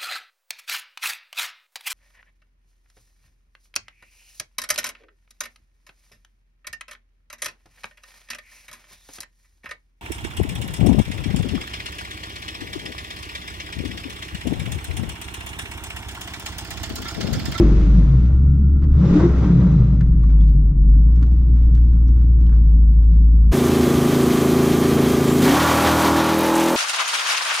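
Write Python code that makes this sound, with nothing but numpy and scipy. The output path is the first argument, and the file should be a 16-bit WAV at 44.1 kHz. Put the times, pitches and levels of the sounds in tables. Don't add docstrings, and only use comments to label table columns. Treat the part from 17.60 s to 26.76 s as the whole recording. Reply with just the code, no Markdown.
import sys
import numpy as np
from scipy import signal
from scipy.fft import rfft, irfft, next_fast_len
from scipy.io import wavfile

SR = 44100
rng = np.random.default_rng(int(sys.argv[2]) if len(sys.argv) > 2 else 0)


def decibels_to_gain(level_db):
    exponent = np.asarray(level_db, float) / 20
    return 10 ** exponent


def to_wav(sig):
    pcm = np.clip(np.atleast_2d(sig), -1, 1) * 32767
    pcm = np.round(pcm).astype(np.int16)
    wavfile.write(sys.argv[1], SR, pcm.T)


N = 403956


def rms_one(x):
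    return x / np.sqrt(np.mean(x ** 2) + 1e-20)


def in_time(rows):
    s, *columns = np.transpose(rows)
    at = np.arange(max(round(s[0] * SR), 0), min(round(s[-1] * SR), N))
    return at, [np.interp(at / SR, s, column) for column in columns]


def at_hz(points, hz):
    table_hz, table_db = np.transpose(points)
    return np.interp(np.log(hz), np.log(table_hz), table_db)


def drift(rate, size):
    r = np.exp(-80 * np.pi * rate / SR)
    white = rng.standard_normal(size // 40 + 2002)
    slow = signal.lfilter([1], [1, -2 * r, r * r], white)[2000:]
    return np.interp(np.arange(size) / 40, np.arange(len(slow)), rms_one(slow))


def noise(spectrum, size, patchy_db):
    white = rng.standard_normal(next_fast_len(size))
    hz = np.arange(len(white) // 2 + 1) * SR / len(white) + 1e-3
    inside = (hz > spectrum[0][0]) & (hz < spectrum[-1][0])
    shaped = rfft(white) * decibels_to_gain(at_hz(spectrum, hz)) * inside
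    coloured = irfft(shaped, len(white))[:size]
    return rms_one(coloured * decibels_to_gain(patchy_db * drift(17, size)))


def bump(t, s, width):
    return np.exp(-((t - s) / width) ** 2)


def bumps(rows, t):
    return sum(decibels_to_gain(db) * bump(t, s, width) for s, width, db in rows)


def rings(rows, t):
    out = np.zeros(len(t))
    for s, width, hz, band_hz, db in rows:
        near = np.abs(t - s) < 3 * width
        turn, size = 2 * np.pi * hz * t[near], near.sum()
        wave = drift(band_hz, size) * np.cos(turn) + drift(band_hz, size) * np.sin(turn)
        out[near] += bumps([(s, width, db)], t[near]) * wave
    return out


def bursts(times, levels_db, pitches_hz, below, above, decay):
    out, t = np.zeros(N), np.arange(1500) / SR
    shape = np.exp(-t / decay) * (1 - np.exp(-t / 0.00048))
    whites = rng.standard_normal((len(times), len(t)))
    for s, db, hz, white in zip(times, levels_db, pitches_hz, whites):
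        band = signal.butter(2, [hz * below, min(hz * above, 15500)], "band", fs=SR, output="sos")
        start = round(s * SR)
        out[start:start + len(t)] += decibels_to_gain(db) * rms_one(signal.sosfilt(band, white)) * shape
    return out


def firing(cylinder_db, k):
    return np.angle(np.fft.fft(decibels_to_gain(cylinder_db)))[int(k) % 8]


CABIN_CYLINDERS = [0, -5, -5, 0, -9, -11, -11, -9]


def cabin_timing(k):
    return firing(CABIN_CYLINDERS, k) - 3.7 - .012 * k * k


def orders(turns, multiples, level_db, rough_db, slip, rate, timing=cabin_timing):
    out, size = np.zeros(len(turns)), len(turns)
    for k in multiples:
        scatter = 2 * np.pi * rng.random() * (k > 16)
        phase = 2 * np.pi * k * turns + timing(k) - scatter + slip * k * drift(rate, size)
        out += decibels_to_gain(level_db(k) + rough_db * drift(rate, size)) * np.cos(phase)
    return np.sqrt(2) * out


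# (time [s], firing rate [Hz], boom level [dB])
OWN_IDLE = [(0, 51.5, -14), (0.42, 52.03, -10.5), (0.569, 59.73, -14), (0.839, 68.8, -12.5),
            (1.28, 70.53, -13.5), (1.43, 69.04, -19), (1.51, 67.9, -21), (1.78, 64.9, -14),
            (1.93, 60.05, -19.5), (2.42, 55.95, -14.5), (2.85, 51.69, -9.5), (3.14, 48.64, -12.5),
            (3.34, 51, -8.5), (3.62, 58.8, -12.5), (3.87, 58.53, -12), (4.07, 57.3, -11),
            (4.71, 57.76, -11.5), (5.08, 54.26, -10)]
# (multiple of firing rate, level above boom [dB])
UNEVEN_LINES = [(0.752, -26.5), (1.249, -35.5), (1.5, -31.5), (2.25, -33.5), (2.5, -27.5), (4, -31.5),
                (5, -34.5), (6, -42.5)]
# (frequency [Hz], level [dB])
PANEL_BUZZ = [(96, -37), (108, -36), (117, -27.5), (148, -30), (163, -30.5), (176, -39.5)]


def own_engine():
    _, last_hz, last_db = OWN_IDLE[-1]
    at, (hz, boom_db) = in_time([*OWN_IDLE, (6, last_hz + .7, last_db)])
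    t, size = at / SR, len(at)
    loose = np.interp(t, (2.1, 2.4), [0, 1])
    levels = {k: loose * at_hz(PANEL_BUZZ, k * hz) + (1 - loose) * -37.5 for k in (2, 3)}
    levels.update({k: boom_db + db for k, db in UNEVEN_LINES})
    levels[18.1] = -71
    turns = np.cumsum(hz) / SR
    boom = np.cos(2 * np.pi * turns + 0.095 * drift(7.0, size))
    boom = np.sqrt(2) * decibels_to_gain(boom_db + drift(30, size)) * boom
    boom = boom * (1 - .92 * bump(t, 3.14, .021))
    return boom + orders(turns, levels, levels.get, rough_db=1.2, slip=0.06, rate=4)


# (time [s], engine cycles per second [Hz], exhaust level [dB], gas flow level [dB])
FIRST_BLIP = [
    (0, 43, -15.5, -34),
    (0.097, 41, -24, -37),
    (.222, 39, -27, -37.5),
    (.41, 28, -21, -43),
    (.57, 26, -21.5, -47.5),
    (0.699, 21.5, -26.5, -48),
    (0.851, 17.7, -23.5, -57),
    (1.15, 16.6, -32, -64),
]
SECOND_BLIP = [(1.28, 20.5, -36, -59.5), (1.38, 26.4, -17, -41), (1.49, 33.5, -16, -32),
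               (1.58, 38.3, -13, -28), (1.655, 43.2, -13, -30.5), (1.72, 42.8, -29, -36),
               (1.77, 41.3, -27, -35), (1.83, 38.6, -17, -33.5), (2.03, 30.3, -16, -38.5),
               (2.22, 25, -17, -43), (2.31, 22.8, -22, -45.5), (2.46, 20.9, -22, -55),
               (2.72, 18.2, -28, -73), (2.95, 18.2, -24, -80), (3.45, 15.5, -34, -90)]
# (multiple of engine cycle, level [dB])
RIVAL_TONES = [(2, -18.5), (3, -4), (4, -3.5), (5, 1.5), (6, 1.5), (7, -9.5), (8, 0), (9, -12.5),
               (10, -13.5), (11, -13.5)]
# (frequency [Hz], level [dB])
BODY_LEAK = [(60, -24), (105, -13), (128, 0), (150, -8), (178, 0), (195, -9), (215, -15), (250, -24),
             (280, -15), (300, -4), (322, -16), (346, -3), (385, -16), (420, -11), (480, -20), (700, -38)]
# (frequency [Hz], level [dB])
SIDE_GLASS = [(180, -1.5), (215, 11.5), (260, 6.5)]


def rival_blip(rows):
    at, (hz, exhaust_db, _) = in_time(rows)
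    table = dict(RIVAL_TONES)
    beside = np.interp(at / SR, (.15, .32), [1, 0])

    def level(k):
        return exhaust_db + table[k] + at_hz(BODY_LEAK, k * hz) + at_hz(SIDE_GLASS, k * hz) * beside

    heard = orders(np.cumsum(hz) / SR, table, level, rough_db=3.0, slip=.04, rate=12)
    since_start = at - at[0] + N * (at[0] == 0)
    fade = np.clip(np.minimum(at[-1] - at, since_start) / 2000, 0, 1)
    out = np.zeros(N)
    out[at] = heard * fade
    return out


def rival_gas(t):
    s, _, _, flow_db = np.transpose(FIRST_BLIP + SECOND_BLIP)
    flow_db = np.interp(t, s, flow_db, right=-120)
    above = np.maximum(flow_db + 52.5, 0)
    rumble = decibels_to_gain(-22.5 - 1.18 * t + 0.2 * above)
    roar = decibels_to_gain(flow_db) + decibels_to_gain(-62)
    overrun_db = np.interp(t, (.64, .71), [4, 0])
    hiss_db = flow_db - 15 - .09 * (flow_db + 37) + overrun_db
    return rumble, roar, decibels_to_gain(hiss_db) + decibels_to_gain(-77)


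# (frequency [Hz], level [dB per Hz])
FAN_COLOUR = [(220, -39), (380, -10.5), (461, -8), (496, -9), (533, -7), (657, -22.5), (951, -19),
              (1050, -18), (1280, -19.5), (1630, -27.5), (2600, -38), (3380, -57.5), (5720, -120)]


def vents(size):
    return decibels_to_gain(-57) * noise(FAN_COLOUR, size, patchy_db=2.8)


# (frequency [Hz], level [dB per Hz])
RUMBLE_COLOUR = [(44, -28), (75, -7), (88, -21.5), (102, -17), (172, -13), (209, -20.5), (281, -23),
                 (363, -35), (480, -48.5), (620, -88), (1060, -120)]
ROAR_COLOUR = [(200, -24), (340, -6.5), (416, -0.5), (481, -5), (622, -7.5), (686, -14), (1180, -13),
               (1410, -14.5), (1740, -25), (2000, -22), (2600, -55.5), (4400, -120)]
HISS_COLOUR = [(1000, -32.5), (1700, -3), (2450, -6.5), (3000, -7.5), (3950, -10), (4970, -13.5),
               (5620, -12.5), (6580, -15.5), (9500, -36.5), (12400, -69.5), (20900, -120)]
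# (delay [s], level [dB])
WINDOW_ECHOES = [
    (.00082, -17),
    (.0027, -15),
]


def echoed(x, echoes):
    out = x + sum(decibels_to_gain(db) * np.roll(x, round(s * SR)) for s, db in echoes)
    return out / np.sqrt(1 + sum(decibels_to_gain(2 * db) for _, db in echoes))


def cabin_air(rumble_gain, roar_gain, hiss_gain):
    size = len(rumble_gain)
    rumble = rumble_gain * noise(RUMBLE_COLOUR, size, patchy_db=1.2)
    roar = roar_gain * noise(ROAR_COLOUR, size, patchy_db=1.8) + vents(size)
    hiss = hiss_gain * echoed(noise(HISS_COLOUR, size, patchy_db=1.0), WINDOW_ECHOES)
    return rumble, roar, hiss


# (frequency [Hz], level [dB per Hz])
THUMP_COLOUR = [(14, -14), (22, -1), (36, -4.5), (48, -16.5)]
# (time [s], width [s], level [dB])
BODY_JOLTS = [
    (0, 0.94, -33),
    (1.312, .045, -17),
    (1.58, 0.11, -37),
    (2.6, .2, -34),
    (3.28, .13, -32),
    (4.4, .5, -32),
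]


def body_thump(t):
    gain = decibels_to_gain(-32) + bumps(BODY_JOLTS, t)
    return gain * noise(THUMP_COLOUR, len(t), patchy_db=2.0)


# (frequency [Hz], level [dB per Hz])
WHINE_COLOUR = [(1250, -19.5), (1340, -7.5), (1380, 3), (1430, -6.5), (1520, -23)]


def pump_whine(t):
    gain = decibels_to_gain(np.interp(t, (0, 1.2, 2.6), (-68, -60, -78)))
    return gain * noise(WHINE_COLOUR, len(t), patchy_db=4.0)


# (time [s], width [s], frequency [Hz],
# bandwidth [Hz], level [dB])
PANEL_RINGS = [
    (4.6, .5, 321, 2.5, -45),
    (5.6, .3, 322, 2.5, -48),
    (3.6, .25, 278, 4, -43),
    (.37, .06, 608, 8, -49),
    (1.93, .05, 420, 10, -35),
    (3.7, .05, 700, 30, -57),
               (1.03, .3, 140, 4.3, -24),
    (1.1, 0.26, 211, 9.5, -31),
    (1.08, .3, 281, 5.5, -38.5),
    (1.93, 0.22, 2370, 110, -60.5),
    (1.92, .17, 3570, 150, -65.5),
    (2.1, .17, 3980, 150, -64.5),
    (1.5, .13, 5490, 150, -64),
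    (1.4, 0.064, 3680, 120, -63),
    (1.55, .12, 370, 40, -31.5),
]
LEATHER_SQUEAKS = [(2.641, 0.0083, 1100, 60, -47), (2.697, .004, 2300, 100, -56),
                   (2.81, .004, 3400, 150, -54), (2.838, .006, 3500, 150, -63), (2.89, .03, 4500, 300, -67),
                   (3.63, .01, 1400, 50, -47.5), (4.93, .02, 1300, 200, -54),
                   (2.414, .006, 1620, 299.8, -46.5), (4.486, .012, 5700, 300, -63.5),
                   (4.81, .01, 6000, 300, -65), (4.867, .005, 3000, 150, -60)]


def cabin_rings(t):
    return rings(PANEL_RINGS + LEATHER_SQUEAKS, t)


# (time [s], tick peak level [dB], tick centre [Hz], knock level [dB])
RIM_CREAKS = [(.935, -58, 2290, -58), (1.221, -54, 2230, -46), (1.238, -49, 2270, -44),
              (2.408, -43.5, 2250, -35.5), (2.5974, -58, 2214, -52), (2.633, -49, 2288, -48),
              (2.6956, -52, 2377, -52), (2.73, -62, 2190, -53), (2.808, -57, 2314, -56.5),
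              (3.558, -46.5, 2200, -59), (3.6266, -39.5, 2200, -41), (3.664, -50, 2220, -59),
              (4.1495, -41.5, 2570, -52), (4.1753, -56, 2266, -52), (4.3309, -54.5, 2217, -56.5),
              (4.4814, -53, 2203, -57), (4.8079, -56, 2190, -65.5), (4.8648, -50, 2243, -63),
              (4.893, -53, 2248, -47), (4.924, -60, 2310, -45.5), (4.9457, -52.5, 2252, -50),
              (5.4297, -55, 2380, -60), (2.5283, -58.5, 2210, -54), (3.3266, -63, 2300, -56),
              (3.3474, -58, 2330, -55), (3.9381, -55, 2291, -59), (3.994, -57, 2308, -55),
              (5.1651, -65.5, 2204, -61), (5.6486, -60, 2197, -57), (3.6137, -51, 2310, -56),
              (5.2411, -61, 2300, -62), (5.5528, -60.5, 2296, -62), (5.7598, -60, 2300, -63),
              (5.814, -58, 2300, -62), (5.8572, -59, 2300, -62)]


def creaks():
    s, tick_db, hz, knock_db = np.transpose(RIM_CREAKS)
    ticks = bursts(s, tick_db - 4, hz, below=.55, above=2.6, decay=.005)
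    dull = signal.butter(2, 9500, "low", fs=SR, output="sos")
    knocks = bursts(s, knock_db - 1.0, 1250 + 0 * s, below=0.75, above=1.45, decay=0.009)
    return signal.sosfilt(dull, ticks) + knocks


def strokes(rows, t):
    out = np.zeros(len(t))
    for s, decay, db in rows:
        rise = np.clip((t - s) / 0.016, 0, 1)
        out += decibels_to_gain(db) * rise * np.exp(-np.maximum(t - s, 0) / decay)
    return out


# (time [s], decay [s], dull rub level [dB], hiss level [dB])
HAND_STROKES = [(1.22, .03, -54, -71.5), (2.405, 0.013, -50, -62), (2.6, 0.043, -58.5, -71),
                (2.635, 0.056, -56.5, -62), (2.69, 0.021, -54, -66), (2.8, 0.056, -59, -60.5),
                (2.87, 0.045, -62.5, -65), (3.3, 0.11, -58, -72.5), (3.5, 0.088, -60, -71),
                (3.556, 0.039, -56, -65.5), (3.626, 0.037, -56, -62), (3.7, 0.22, -60.5, -69),
                (3.94, .1, -62.5, -69), (4.01, 0.11, -59.5, -68), (4.15, 0.037, -56.5, -66),
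                (4.22, 0.14, -61.5, -70.5), (4.33, .06, -57, -71), (4.48, 0.028, -58.5, -62.5),
                (4.555, 0.13, -61.5, -69), (4.805, 0.07, -60.5, -68), (4.865, .05, -55.5, -72),
                (4.92, 0.11, -58, -67.5), (5.05, 0.068, -61, -71.5), (5.325, 0.043, -70, -68),
                (5.43, 0.03, -66, -64), (5.506, 0.088, -70.5, -64), (5.7, 0.14, -68.5, -73)]


def hand_rubs(t):
    s, decay, dull_db, hiss_db = np.transpose(HAND_STROKES)
    dull = strokes(zip(s, decay, dull_db), t)
    hiss = strokes(zip(s, decay, hiss_db + 2.5), t)
    return dull, hiss * decibels_to_gain(1.5 * drift(60, len(t)))


def cabin():
    at = np.arange(6 * SR)
    t = at / SR
    rumble_gain, roar_gain, hiss_gain = rival_gas(t)
    rub_gain, rub_hiss_gain = hand_rubs(t)
    gains = rumble_gain, roar_gain + rub_gain, hiss_gain + rub_hiss_gain
    mid = own_engine() + body_thump(t) + sum(cabin_air(*gains)) + pump_whine(t) + cabin_rings(t)
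    mid += (rival_blip(FIRST_BLIP) + rival_blip(SECOND_BLIP) + creaks())[:len(at)]
    mid = 0.97 * np.tanh(mid / 0.91)
    rumble, roar, hiss = cabin_air(*gains)
    side = decibels_to_gain(-16.0) * rumble + decibels_to_gain(-7.0) * roar + decibels_to_gain(-2.0) * hiss
    late = np.concatenate([mid[:1], mid[:-1]])
    out = np.zeros((2, N))
    out[:, at] = np.array([late + side, mid - side]) * decibels_to_gain([[.4], [-.4]])
    return out


def throttle_open(t):
    return np.interp(t, (7.79, 7.835), [0, 1])


def brake_release(t):
    return np.interp(t, (7.8, 7.92), [0, 1])


def low_order_db(t):
    return 5.5 - 24.5 * np.maximum(t - 8.2, 0) ** 2


def exhaust_levels(t):
    opened = throttle_open(t)
    flow_db = opened * (8.5 - 5.5 * (t - 7.835) + .83 * drift(28, len(t)))
    beat_db = -14 + 1.5 * opened - 5.5 * np.interp(t, (7.86, 7.95), [0, 1])
    roar_db = -30.5 + flow_db + 0.5 * opened
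    flow_db = flow_db - 1.5 * opened * np.interp(t, (7.8, 8.2), [1, 0])
    hiss_db = -35 + .99 * flow_db
    air_db = -38 + .78 * flow_db - 3 * bump(t, 8.7, .2)
    return beat_db, roar_db, hiss_db, air_db


# (multiple of engine cycle, level [dB])
HOLD_TONES = [(1, -44), (2, -23.5), (3, -11.5), (4, -25.5), (5, -4), (6, -6.5), (7, -14.5), (8, -4),
              (9, 0.5), (10, -9.5), (11, -5.5), (12, -20), (13, -4), (14, -3.5), (15, -9), (16, -15),
              (17, -15.5), (18, -21.5), (19, -26), (20, -24.5), (21, -17.5), (22, -28), (23, -29),
              (24, -23),
              (25, -23), (26, -24), (27, -22.5), (28, -24.5), (29, -25), (30, -21.5), (31, -27), (32, -30.5),
             (33, -28), (34, -32.5), (35, -29.5), (36, -22), (37, -30), (38, -28.5), (39, -25.5), (40, -27),
             (41, -27.5), (42, -25), (43, -24), (44, -27.5), (45, -26), (46, -29.5)]
PULL_TONES = [(1, -49.5), (2, -10), (3, -15), (4, -6.5), (5, -6.5), (6, -6.5), (7, -1.5), (8, 2.5),
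              (9, -11.5), (10, -8), (11, -17.5), (12, -17.5), (13, -8), (14, -11), (15, -10), (16, -27),
              (17, -13.5), (18, -19), (19, -23.5), (20, -7.5), (21, -13.5), (22, -14), (23, -12), (24, -11),
              (25, -13), (26, -18.5), (27, -18), (28, -8.5), (29, -17), (30, -22)]
AWAY_TONES = [(1, -42), (2, -17), (3, -25), (4, -13), (5, -9), (6, -11), (7, -8.5), (8, 0), (9, -14),
              (10, -10.5), (11, -17), (12, -15.5), (13, -10), (14, -12.5), (15, -13.5), (16, -26.5),
              (17, -18), (18, -20), (19, -26), (20, -15), (21, -10), (22, -15), (23, -21.5), (24, -16.5),
              (25, -16), (26, -26), (27, -24), (28, -22), (29, -18.5), (30, -24), (31, -24), (32, -20.5),
              (33, -24), (34, -24)]
# (time [s], level [dB])
GROUND_SWELL = [(7.79, -24.5), (7.86, -14), (7.93, -18), (7.98, -24), (8.02, -22), (8.15, -33),
                (8.32, -22.5), (8.6, -23.5), (9.0, -20), (9.1, -24), (9.16, -26)]
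HOLD_CYLINDERS = [-7, -9.5, -8.5, -11, -3.5, -13.5, -2, -.5]
PULL_CYLINDERS = [-6.5, -.5, -5.5, -5.5, -12, -2, -7.5, -1.5]
AWAY_CYLINDERS = [-7, -11.5, -4, -10.5, -12, -3.5, -6.5, -1]


def exhaust_beat(t, turns, hz, beat_db, roar_db):
    opened, pull, bass_db = throttle_open(t), brake_release(t), low_order_db(t)
    away = np.interp(t, (8.62, 8.82), [0, 1])
    hold, full, behind = dict(HOLD_TONES), dict(PULL_TONES), dict(AWAY_TONES)
    swing = np.sin(2 * np.pi * np.clip((t - 7.78) / 0.63, 0, 1))
    sag_db = 5.64 * np.maximum(swing, 0)
    rasp_db = 4 * bump(t, 8.48, .13)
    firing_db = np.interp(t, *np.transpose(GROUND_SWELL))

    def level(k):
        held = beat_db + hold[k] - 7.0
        if k == 8:
            return (1 - opened) * held + opened * firing_db
        source_db = beat_db - 6.5 if k < 16 else roar_db + 2.0
        pulling = full.get(k, -15) + source_db + bass_db * (k < 4)
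        if k > 2:
            pulling = (1 - away) * pulling + away * (-21 + behind.get(k, -27.0))
        if 18 < k < 32:
            pulling = pulling + rasp_db * np.exp(-((k * hz.max() - 1020 * 1.03) / 140) ** 2)
        return (1 - pull) * held + pull * (pulling - 30.0 * (k > 36)) - sag_db * (k > 10)

    def timing(k):
        if k > 16:
            return 0
        held = firing(HOLD_CYLINDERS, k) - 1.13
        pulled = firing(PULL_CYLINDERS, k) - .1
        gone = firing(AWAY_CYLINDERS, k) + .75
        return held + pull * (pulled - held) + away * (gone - .014 * k * k - pulled)

    rough_db = 1.1 + .4 * pull
    slip = .012 + .006 * pull
    return orders(turns, hold, level, rough_db, slip, rate=7, timing=timing)


# (frequency [Hz], level [dB per Hz])
BOOM_COLOUR = [(35, -47.5), (60, -10), (139, -9.5), (182, -7.5), (241, -6), (316, -5.5), (382, -3),
               (520, -22), (680, -55), (1140, -120)]
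HOLD_ROAR_COLOUR = [(260, -23.5), (440, -3.5), (494, -4), (566, -2), (912, -13), (1170, -6), (1540, -13.5),
                    (1900, -22.5), (2470, -43.5), (4180, -120)]
OPEN_ROAR_COLOUR = [(260, -37), (440, -8.5), (587, -2), (647, -8), (802, -5), (1130, -2.5), (1230, -8),
                    (1900, -11.5), (2470, -46.5), (4180, -120)]
GAS_COLOUR = [(880, -26.5), (1500, -5.5), (2230, -5.5), (2400, -6.5), (2810, -9), (3140, -7.5), (4400, -11),
              (6800, -17.5), (8840, -43), (15000, -120)]
AIR_COLOUR = [(3530, -21.5), (6000, -0.5), (9680, -3), (14000, -4), (15600, -7)]


def exhaust_gas(t, puff, beat_db, roar_db, hiss_db, air_db):
    pull, size = brake_release(t), len(t)
    boom_db = beat_db - 17 + 1.5 * pull + low_order_db(t)
    boom = decibels_to_gain(boom_db) * noise(BOOM_COLOUR, size, patchy_db=.8) * puff
    held = noise(HOLD_ROAR_COLOUR, size, patchy_db=1.4)
    opened = noise(OPEN_ROAR_COLOUR, size, patchy_db=1.2)
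    roar = decibels_to_gain(roar_db + 0.37 * pull) * ((1 - pull) * held + pull * opened) * puff
    hiss = decibels_to_gain(hiss_db + 2.5) * noise(GAS_COLOUR, size, patchy_db=1.0) * puff ** 0.54
    air = decibels_to_gain(air_db + 2.5) * noise(AIR_COLOUR, size, patchy_db=0.57) * puff
    return boom + roar + hiss + air


# (time [s], width [s], frequency [Hz], bandwidth [Hz], level [dB])
WALL_RINGS = [(7.4, 1.5, 3193, 40, -45), (5.6, 0.87, 3400, 46, -45), (6.8, 1.5, 1179, 60, -46),
              (7.88, .08, 395.4, 27, -21.5), (6.3, .5, 76, 12, -31.5), (7.55, .12, 70.1, 10, -31.5),
              (7.7, .05, 7356, 500, -39), (7.93, .08, 893, 220, -28), (8.03, .06, 1390, 30, -31),
              (8.2, .14, 2490, 400, -34), (8.37, 0.077, 713, 45, -30.5), (8.2, 0.11, 655, 39.7, -33.5),
              (8.5, .12, 1030, 110, -29), (8.85, 0.27, 2440, 120, -39.5), (8.85, .25, 3777, 80, -42),
              (9.0, 0.19, 858, 59.6, -30), (9.0, 0.17, 2793, 169.7, -38.5)]


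def wall_rings(t, puff):
    return rings(WALL_RINGS, t) * puff


# (time [s], peak level [dB])
FINE_STONES = [
    (8.4717, -24),
    (8.783, -18),
    (8.791, -15),
    (8.808, -18),
    (8.833, -18),
    (8.857, -21),
    (8.865, -18),
    (8.8814, -24),
]
COARSE_STONES = [(8.9396, -26.5), (8.9533, -15), (8.9628, -18.5), (8.978, -18), (8.998, -16), (9.0276, -22),
                 (9.0397, -18.5), (9.007, -18.5), (9.06, -17.5), (9.085, -20.5), (9.1, -23), (9.122, -26)]


def grit():
    s, db = np.transpose(FINE_STONES)
    s_low, db_low = np.transpose(COARSE_STONES)
    fine = bursts(s, db - 2.5, 12500 + 0 * s, below=0.81, above=1.1, decay=0.0015)
    return fine + bursts(s_low, db_low - 5.5, 7000 + 0 * s_low, below=0.77, above=1.4, decay=0.0036)


def sharp_crack():
    return bursts([8.6], [-24], [1800], below=0.43, above=3.3, decay=0.0032)


# (time [s], engine cycles per second [Hz])
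TRACK_SPEED = [(5.9, 27.12), (6.2, 27.35), (6.46, 27.48), (6.72, 27.56), (6.98, 27.62), (7.24, 27.65),
               (7.79, 27.67), (7.98, 38), (8.03, 40.6), (8.2, 40.55), (8.45, 40.45), (8.65, 40.65),
               (8.9, 40.93), (9.0, 41.15), (9.1, 41.6), (9.16, 42)]


def trackside():
    at, (hz,) = in_time(TRACK_SPEED)
    t, turns = at / SR, .52 + np.cumsum(hz) / SR
    beat_db, roar_db, hiss_db, air_db = exhaust_levels(t)
    puff = decibels_to_gain(.6 * np.cos(2 * np.pi * (turns - .7)) + .8 * np.cos(16 * np.pi * turns))
    out = np.zeros(N)
    out[at] = exhaust_beat(t, turns, hz, beat_db, roar_db) + wall_rings(t, puff)
    out[at] += exhaust_gas(t, puff, beat_db, roar_db, hiss_db, air_db)
    return out + grit() + sharp_crack()


def scene():
    outside = np.interp(np.arange(N) / SR, (5.914, 5.93), [0, 1])
    no_bass = signal.butter(4, 58, "high", fs=SR, output="sos")
    far = signal.sosfilt(no_bass, trackside())
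    return cabin() * (1 - outside) + .56 * np.tanh(far / .56) * outside


def band_limit(x):
    return signal.sosfilt(signal.butter(12, 15710, fs=SR, output="sos"), x)


def record(dry):
    return band_limit(dry)


dry = scene()
out = record(dry)
to_wav(out)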